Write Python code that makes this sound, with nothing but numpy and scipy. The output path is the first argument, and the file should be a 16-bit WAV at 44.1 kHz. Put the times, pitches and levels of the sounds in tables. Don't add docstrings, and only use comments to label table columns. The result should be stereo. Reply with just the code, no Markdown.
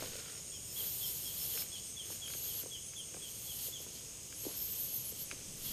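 import sys
import numpy as np
from scipy import signal
from scipy.fft import rfft, irfft
from scipy.io import wavfile
from scipy.ndimage import uniform_filter1d, map_coordinates

SR = 44100
rng = np.random.default_rng(int(sys.argv[2]) if len(sys.argv) > 2 else 0)


def log_audio(samples):
    frames = np.atleast_2d(samples).T
    limited = np.clip(frames, -1, 1)
    pcm = np.round(limited * 32767).astype(np.int16)
    wavfile.write(sys.argv[1], SR, pcm)


N = 252252
T = np.arange(N) / SR

# frequency in Hz, left minus right in dB.
AIR_BALANCE = [(100,-0.5),(600,-0.5),(1400,2.5),(3200,1.5),(5000,3.5),(8500,-2.5),(11000,9.5),(14500,-34)]


def footfalls():
    # start in seconds, level in dB, length in seconds, hardness in dB per octave,
    # amount of crumbling from 0 to 1.
    steps = [(.023,-32,.05,4.5,.04),(2.102,-43,.056,2,.05),(2.349,-42,.03,2,.03),(2.635,-37,.04,-5,.02),(2.659,-40,.032,2,.03),(3.145,-42,.029,3,.04),(3.168,-42,.029,2.5,.04),(3.683,-36,.04,-5,.02),(3.802,-48,.042,2,.05),(3.865,-45,.03,4,.04),(4.452,-36,.02,1,.02),(4.464,-24.5,.04,-10,.012),(4.48,-41,.11,-1,.07),(5.121,-46,.05,1,.05),(5.326,-39,.04,-2,.04)]
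    # pitch in Hz, level in dB, ring time in seconds.
    sole_tones = [(280,-12.5,0.056),(356,-2.5,0.028),(474,1,0.021),(707,0,0.0072),(1010,-3,0.0049),(1480,-29.5,0.037)]
    thuds = 0
    for k, (hz, tone_db, t60) in enumerate(sole_tones):
        octaves = np.log2(hz / sole_tones[1][0])
        pushes = blows([(s, db + hardness * octaves, length, crumble)
                        for s, db, length, hardness, crumble in steps])
        thuds = thuds + (-1) ** k * from_db(tone_db - 2.5) * ring(pushes, hz, t60)
    return foliage(thuds, wet_db=-16, t60=.14)


def snapping_stalks():
    # start in seconds, level in dB, extra level for the crack in dB.
    snaps = [(.024,-37,-10),(.166,-44,16.5),(1.575,-33,-2),(1.621,-37,-8),(2.28,-40,-14),(2.303,-40,-14),(2.337,-36,-10),(2.631,-45,-14),(2.935,-42,-10),(3.142,-43,-14),(3.166,-48,-14),(4.326,-40,-8),(4.541,-44,-10),(5.308,-42,-12),(5.313,-28,-13)]
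    # pitch in Hz, level in dB, ring time in seconds.
    stalk_tones = [(930,-8.5,0.0099),(1170,-1,0.0054),(1630,5,0.0081),(1770,4.5,0.0047),(2355,7,0.0057),(2810,0.5,0.0044),(3700,-5,0.0057),(4830,-4.5,0.011)]
    pushes = blows([(s, db, .012, .028) for s, db, _ in snaps])
    rings = sum((-1) ** k * from_db(db) * ring(pushes, hz, t60)
                for k, (hz, db, t60) in enumerate(stalk_tones))
    cracks = blows([(s, db + crack_db, .004, .15) for s, db, crack_db in snaps])
    cracks = signal.sosfilt(signal.butter(2, [2500, 10000], "band", fs=SR, output="sos"), cracks)
    return foliage(from_db(-5) * rings + from_db(8) * cracks, wet_db=-9, t60=.1) * pan(2.5)


def shifting_grit():
    # start and end in seconds, level at the start and at the end in dB.
    scuffs = [(0,.36,-47,-53.5),(.81,.88,-53.5,-61),(1.15,1.62,-71,-54.5),(2.08,2.14,-56.5,-58),(2.28,2.37,-59,-68),(2.45,2.66,-63,-64),(3.13,3.2,-79,-60),(3.66,4.05,-68,-66),(4.46,4.8,-57.5,-64),(5.32,5.38,-55,-57.5),(5.6,5.72,-63,-54)]
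    # frequency in Hz, level in dB.
    colour = [(150,-41),(450,5),(900,-11.5),(1450,-4.5),(2500,-2.5),(5000,-3),(12000,-90)]
    grains = rng.standard_normal((2, N)) * from_db(3.5 * np.minimum(drift(250), 2))
    return swells(scuffs, rise_db_per_s=148, fall_db_per_s=99) * coloured(grains, colour, AIR_BALANCE)


def high_hiss():
    # start and end in seconds, level at the start and at the end in dB,
    # boost of the top tones in dB, boost of the low part in dB.
    hiss_swells = [(0,0.4,-53,-80,3,5),(0.783,1.116,-41,-42.5,5.5,-5.5),(1.156,1.388,-43,-46.5,1,-5),(1.425,1.617,-40.5,-38.5,2,-4.5),(1.779,1.782,-57.5,-61,-2,11.5),(1.871,1.865,-63,-53,-5,4),(2.114,2.162,-45.5,-49.5,-5,-4.5),(2.329,2.605,-49.5,-46,-4,1),(3.28,3.677,-54,-38.5,-5,-5.5),(3.826,3.812,-53,-44,-13,-7),(3.958,4.016,-57,-66,-9,8.5),(4.44,5.092,-47.5,-50.5,-15,-1.5),(5.19,5.228,-45,-44.5,-7,-4.5),(5.658,5.718,-40,-41.5,-1,-2.5)]
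    # frequency in Hz, level in dB.
    colour = [(1500,-14.5),(2400,-13),(3100,-1),(3800,-5.5),(4300,1),(6000,-5),(9500,-6.5),(10200,-5),(10800,0),(11250,-1),(11750,4),(13200,-9.5),(14200,-7),(15200,-17.5)]
    # frequency in Hz, left minus right in dB.
    balance = [(3000,-0.5),(9000,2.5),(10500,10),(13000,5.5),(15000,-18)]
    # pitch in Hz, level in dB, ring time in seconds.
    hiss_tones = [(12300,-5.5,.008),(13300,-5,0.0042),(13700,-17,.015)]
    rest_db, split_hz = -59, 9000
    rows = np.array(hiss_swells)
    plain_gain, top_gain, low_gain = [
        from_db(rest_db) + swells(rows[:, :4] + boost * np.array([0, 0, 1, 1]),
                                  rise_db_per_s=221, fall_db_per_s=351)
        for boost in (0, rows[:, 4:5], rows[:, 5:])]
    direct = near_left(rng.standard_normal(N), pan_db=0)
    scatter = rng.standard_normal((2, N))
    left, right = direct + scatter
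    hiss = coloured(np.array([left + right, left - right]), colour, balance)
    low_part = signal.sosfiltfilt(signal.butter(2, split_hz, fs=SR, output="sos"), hiss)
    ringing = 0
    for k, (hz, db, t60) in enumerate(hiss_tones):
        gain = (top_gain if k else plain_gain) * from_db(db)
        ringing = ringing + gain * rms_one(ring(rng.standard_normal(N), hz, t60))
    flicker = from_db(.6 * drift(40))
    return flicker * (plain_gain * (hiss - low_part) + low_gain * low_part + near_left(ringing, pan_db=17))


def whistles():
    # time of the turn, time before it and time after it in seconds, pitch at the turn in Hz,
    # drop at the ends in Hz, level in dB, raggedness from 0 to 1.
    arcs = [(2.32,.055,.04,12050,1400,-46,0),(2.382,.028,.025,12250,400,-39.5,.1),(2.468,.06,.054,15000,3000,-39,.5),(2.583,.056,.04,14750,2900,-38.5,.25),(2.72,.06,.1,12050,-500,-57,0),(2.872,.04,.04,10400,200,-53.5,0),(2.985,.02,.025,10450,400,-52,0),(4.435,.06,.07,12850,1400,-43.5,0),(4.525,.03,.03,11450,-300,-49,0),(4.63,.075,.08,15000,1700,-38.5,.8),(4.755,.055,.04,13400,400,-38,.6),(4.81,.035,.065,14500,1700,-37,.35),(4.895,.025,.025,11550,-250,-38.5,0),(4.97,.05,.055,14300,2000,-38,.9),(5.075,.045,.04,13700,1700,-40.5,.5),(5.212,.024,.03,13500,1900,-40,.5),(5.3,.05,.045,10300,-350,-55,0)]
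    # share of the top tone's climb, level in dB.
    fan = [(1,0),(.84,-6),(.62,-6),(.45,-2),(.3,-3),(.14,-1),(-.25,-5)]
    # pitch in Hz, level in dB.
    colour = [(9000,-24),(10200,-10),(11100,-8),(11600,4),(12200,0),(14000,-1),(14700,-6),(15400,-18)]
    fan_foot_hz, least_spread_hz, end_fade_db = 11200, 900, 5
    flutter_hz, flutter_per_s, settle_s, rasp_hz = 270, 150, .04, 35
    turn_s, before_s, after_s, turn_hz, sag_hz, arc_db, ragged = np.transpose(arcs)[:, :, None]
    away = np.minimum(np.maximum((turn_s - T) / before_s, (T - turn_s) / after_s), 3) ** 2
    levels = arc_db - end_fade_db * away ** 2
    loudest = levels.argmax(axis=0), np.arange(N)
    top_hz = uniform_filter1d(np.clip((turn_hz - sag_hz * away)[loudest], 9000, 15500), SR // 100)
    unsettled = np.clip(1 - (T - turn_s) / settle_s, 0, 1)
    unrest = uniform_filter1d((ragged * unsettled)[loudest], SR // 100)
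    shared_flutter = drift(flutter_per_s)
    tones, power = 0, 0
    for share, db in fan:
        glide = np.interp(T + .008 * drift(12), T, top_hz)
        hz = glide - (1 - share) * np.maximum(glide - fan_foot_hz, least_spread_hz)
        hz += rasp_hz * (drift(1400) + drift(30))
        hz += flutter_hz * unrest * (shared_flutter + drift(2 * flutter_per_s))
        gain = from_db(db + 7 * drift(28) + 5 * unrest * drift(200) + np.interp(hz, *np.transpose(colour)))
        tones = tones + gain * tone(hz)
        power = power + gain ** 2 / 2
    level_db = levels[loudest] + (1 + unrest) * drift(110)
    return near_left(tones / np.sqrt(power) * from_db(level_db), pan_db=11)


def wing_strokes(hz, per_s, fall_hz, wander_hz):
    cycle = np.cumsum(per_s * (1 + .04 * drift(12))) / SR % 1
    stroke = np.sin(np.pi * np.minimum(cycle / .72, 1)) ** 2
    return rms_one(stroke * tone(hz - fall_hz * (cycle - .35) + wander_hz * drift(150)))


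def chirp_envelope(chirps, half_s):
    return sum(from_db(db) * np.exp(-np.minimum(((T - s) / half_s) ** 4, 50)) for s, db in chirps)


def cricket_chorus(count=6, spread_hz=300):
    # time in seconds, level in dB, middle pitch in Hz.
    course = [(0.0, -52, 6640), (0.7, -51, 6780), (1.86, -52, 6680), (1.88, -55, 6470), (2.17, -49, 6710),
              (2.63, -52.5, 6480), (3.44, -53.5, 6630), (3.68, -52.5, 6680), (5.54, -55.5, 6460),
              (5.72, -56, 6700)]
    times, *columns = np.transpose(course)
    level_db, hz = [np.interp(T, times, column) for column in columns]
    voices = 0
    for place in np.linspace(-1, 1, count):
        voice = wing_strokes(hz + spread_hz * place, per_s=62 + 16 * place, fall_hz=357, wander_hz=70.2)
        gain = from_db(2 * drift(16) - .41 * place ** 2)
        voices = voices + foliage(voice * gain, wet_db=17, t60=.12)
    return from_db(level_db + 2) * rms_one(voices) * pan(3.3)


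def buzzing_crickets(pitch_hz=8725, sag_hz_per_s=40):
    # first and last chirp in seconds, chirps per second,
    # level of the first and of the last in dB.
    runs = [(.027,.181,6.5,-54.5,-53),(.335,2.03,6.5,-50.5,-49.5),(2.15,2.85,5.6,-51,-52),(3.04,3.65,6.5,-50,-52),(4.4,5.66,5.6,-58,-60)]
    chirps = []
    for first, last, per_s, first_db, last_db in runs:
        count = int(round((last - first) * per_s)) + 1
        chirps += zip(np.linspace(first, last, count), np.linspace(first_db, last_db, count))
    near = wing_strokes(pitch_hz - sag_hz_per_s * T, per_s=114, fall_hz=480, wander_hz=115)
    near *= chirp_envelope(chirps, half_s=.068)
    far = wing_strokes(8270, per_s=120, fall_hz=687, wander_hz=152.9) * from_db(-54.5 + 3.1 * drift(16))
    return foliage(near, wet_db=1.5, t60=.17) * pan(-1.8) + foliage(far, wet_db=20, t60=.061)


def trilling_cricket():
    # middle of a chirp in seconds, level in dB.
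    chirps = [(.04,-59),(.21,-60),(.37,-56),(.55,-55),(.71,-54.5),(.9,-58),(1.075,-49),(1.26,-51.5),(1.425,-48.5),(1.595,-46),(1.72,-57),(1.855,-59),(2.12,-55),(2.5,-60),(4.6,-53),(4.75,-65)]
    song = wing_strokes(5350, per_s=80, fall_hz=473, wander_hz=72.8) * chirp_envelope(chirps, half_s=.035)
    return foliage(song, wet_db=-7, t60=.07) * from_db(-.5) * pan(2.5)


def bird():
    # start in seconds, level in dB.
    chips = [(.235,-50),(.512,-42),(.758,-35.5),(1.004,-35),(1.25,-36.5),(1.483,-41),(1.716,-35.5),(1.964,-34),(2.214,-32.5),(2.466,-40),(2.708,-34.5),(2.956,-36.5),(3.212,-38),(3.468,-38),(3.72,-35.5),(5.652,-42)]
    pitch_hz, scoop_hz, fall_hz = 3420, 256, 580
    chip_s, scoop_s, attack_s, release_s = .066, .0042, .009, .02
    t, song = T[:SR // 4], np.zeros(N)
    quiver = 1 + .016 * drift(250)
    for (s, db), (higher, slower) in zip(chips, rng.standard_normal((len(chips), 2))):
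        at, length = int(s * SR), chip_s * (1 + .065 * slower)
        hz = pitch_hz - scoop_hz * np.exp(-t / scoop_s) - fall_hz * np.minimum(t / length, 1) ** 2.07
        hz = hz * (1 + .0033 * higher) * np.roll(quiver, -at)[:len(t)]
        shape = np.clip(np.minimum(t / attack_s, (length - t) / release_s), 0, 1)
        song[at:at + len(t)] += (tone(hz) * shape * from_db(db))[:N - at]
    return from_db(-10) * (song * pan(-9.5) + foliage(song, wet_db=23, t60=.43))


def hand_rumble():
    # start and end in seconds, level at the start and at the end in dB.
    jolts = [(.07,.14,-57,-64),(1.6,1.68,-65,-71),(5.25,5.72,-62.5,-51)]
    # frequency in Hz, level in dB.
    colour = [(25,4),(60,-11),(130,-6.5),(200,0),(350,-22.5),(2000,-70)]
    rumble = coloured(rng.standard_normal((2, N)), colour, AIR_BALANCE)
    return swells(jolts, rise_db_per_s=140, fall_db_per_s=51) * rumble


def far_whistle(pitch_hz=1524, sag_hz_per_s=500, hold_s=.33):
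    hz = pitch_hz - sag_hz_per_s * np.minimum(T, hold_s) + 45 * drift(120)
    call = tone(hz) * from_db(-64.5 - 140 * np.maximum(T - hold_s, 0))
    return foliage(call, wet_db=-2, t60=.3) * pan(3.8)


def open_air():
    # frequency in Hz, level in dB.
    colour = [(25,-6),(45,1),(70,5),(130,7),(240,-2),(480,-2.5),(800,-12),(1700,-14.5),(2500,-6),(3200,-4),(3750,-8.5),(4400,-11.5),(5100,-0.5),(6000,-1),(9000,-1),(10500,-7),(14500,-30.5)]
    return from_db(-48 + .5 * drift(3.46)) * coloured(rng.standard_normal((2, N)), colour, AIR_BALANCE)


def foliage(x, wet_db, t60):
    t = T[:SR // 2]
    tail = rng.standard_normal((2, len(t))) * from_db(-60 * t / t60) * (t > .003)
    tail /= np.sqrt(np.sum(tail ** 2, axis=1, keepdims=True))
    wet = from_db(wet_db)
    return (x + wet * signal.fftconvolve(x[None], tail, axes=1)[:, :N]) / np.sqrt(1 + wet ** 2)


def blows(rows):
    pushes, t = np.zeros(N), T[:SR // 4]
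    for s, db, length, crumble in rows:
        spray = crumble * rng.standard_normal(len(t)) * from_db(-30 * t / length)
        spray[0] = 1
        at = int(s * SR)
        pushes[at:at + len(t)] += (from_db(db) * spray)[:N - at]
    return pushes


def ring(clicks, hz, t60):
    decay, angle = from_db(-60 / (t60 * SR)), 2 * np.pi * hz / SR
    return signal.lfilter([0, np.sin(angle)], [1, -2 * decay * np.cos(angle), decay ** 2], clicks + 1e-18)


def swells(rows, rise_db_per_s, fall_db_per_s):
    return sum(from_db(np.interp(T, [start, end], [first_db, last_db])
                       - rise_db_per_s * np.maximum(start - T, 0) - fall_db_per_s * np.maximum(T - end, 0))
               for start, end, first_db, last_db in rows)


def coloured(noises, colour, balance):
    # frequency in Hz, how alike the two ears are from 0 to 1.
    likeness = [(30,0.36),(70,1),(300,0.8),(600,0.66),(1200,0.29),(2500,0),(15000,0.12)]
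    mid, side = rfft(noises)
    alike = np.clip(over_bins(likeness), -1, 1)
    pair = np.sqrt(1 + alike) * mid + np.sqrt(1 - alike) * side * [[1], [-1]]
    return rms_one(irfft(pair * from_db(over_bins(colour)) * pan(over_bins(balance)), N))


def over_bins(points):
    hz, value = np.transpose(points)
    return np.interp(np.log(np.arange(N // 2 + 1) * SR / N + 1), np.log(hz), value)


def near_left(x, pan_db, delay_samples=13):
    return np.array([np.pad(x, (delay_samples, 0))[:N], x]) * pan(pan_db)


def pan(db):
    gains = from_db(np.array([[.5], [-.5]]) * db)
    return gains / np.sqrt(np.mean(gains ** 2, axis=0))


def drift(rate):
    knots = rng.standard_normal(8192)
    return map_coordinates(knots, [T * rate + 2], order=1, mode="wrap") * np.sqrt(3 / 2)


def tone(hz):
    return np.sin(2 * np.pi * np.cumsum(hz) / SR)


def from_db(db):
    return 10 ** (np.asarray(db) / 20)


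def rms_one(x):
    return x / np.sqrt(np.mean(x ** 2) + 1e-20)


def scene():
    field = open_air() + cricket_chorus() + buzzing_crickets() + trilling_cricket() + bird() + far_whistle()
    close = high_hiss() + whistles()
    walk = shifting_grit() + hand_rumble() + footfalls() + snapping_stalks()
    return field + close + walk


def record(dry):
    cutoff_hz = 15100
    return signal.sosfilt(signal.ellip(12, .2, 80, cutoff_hz, fs=SR, output="sos"), dry)


dry = scene()
out = record(dry)
log_audio(out)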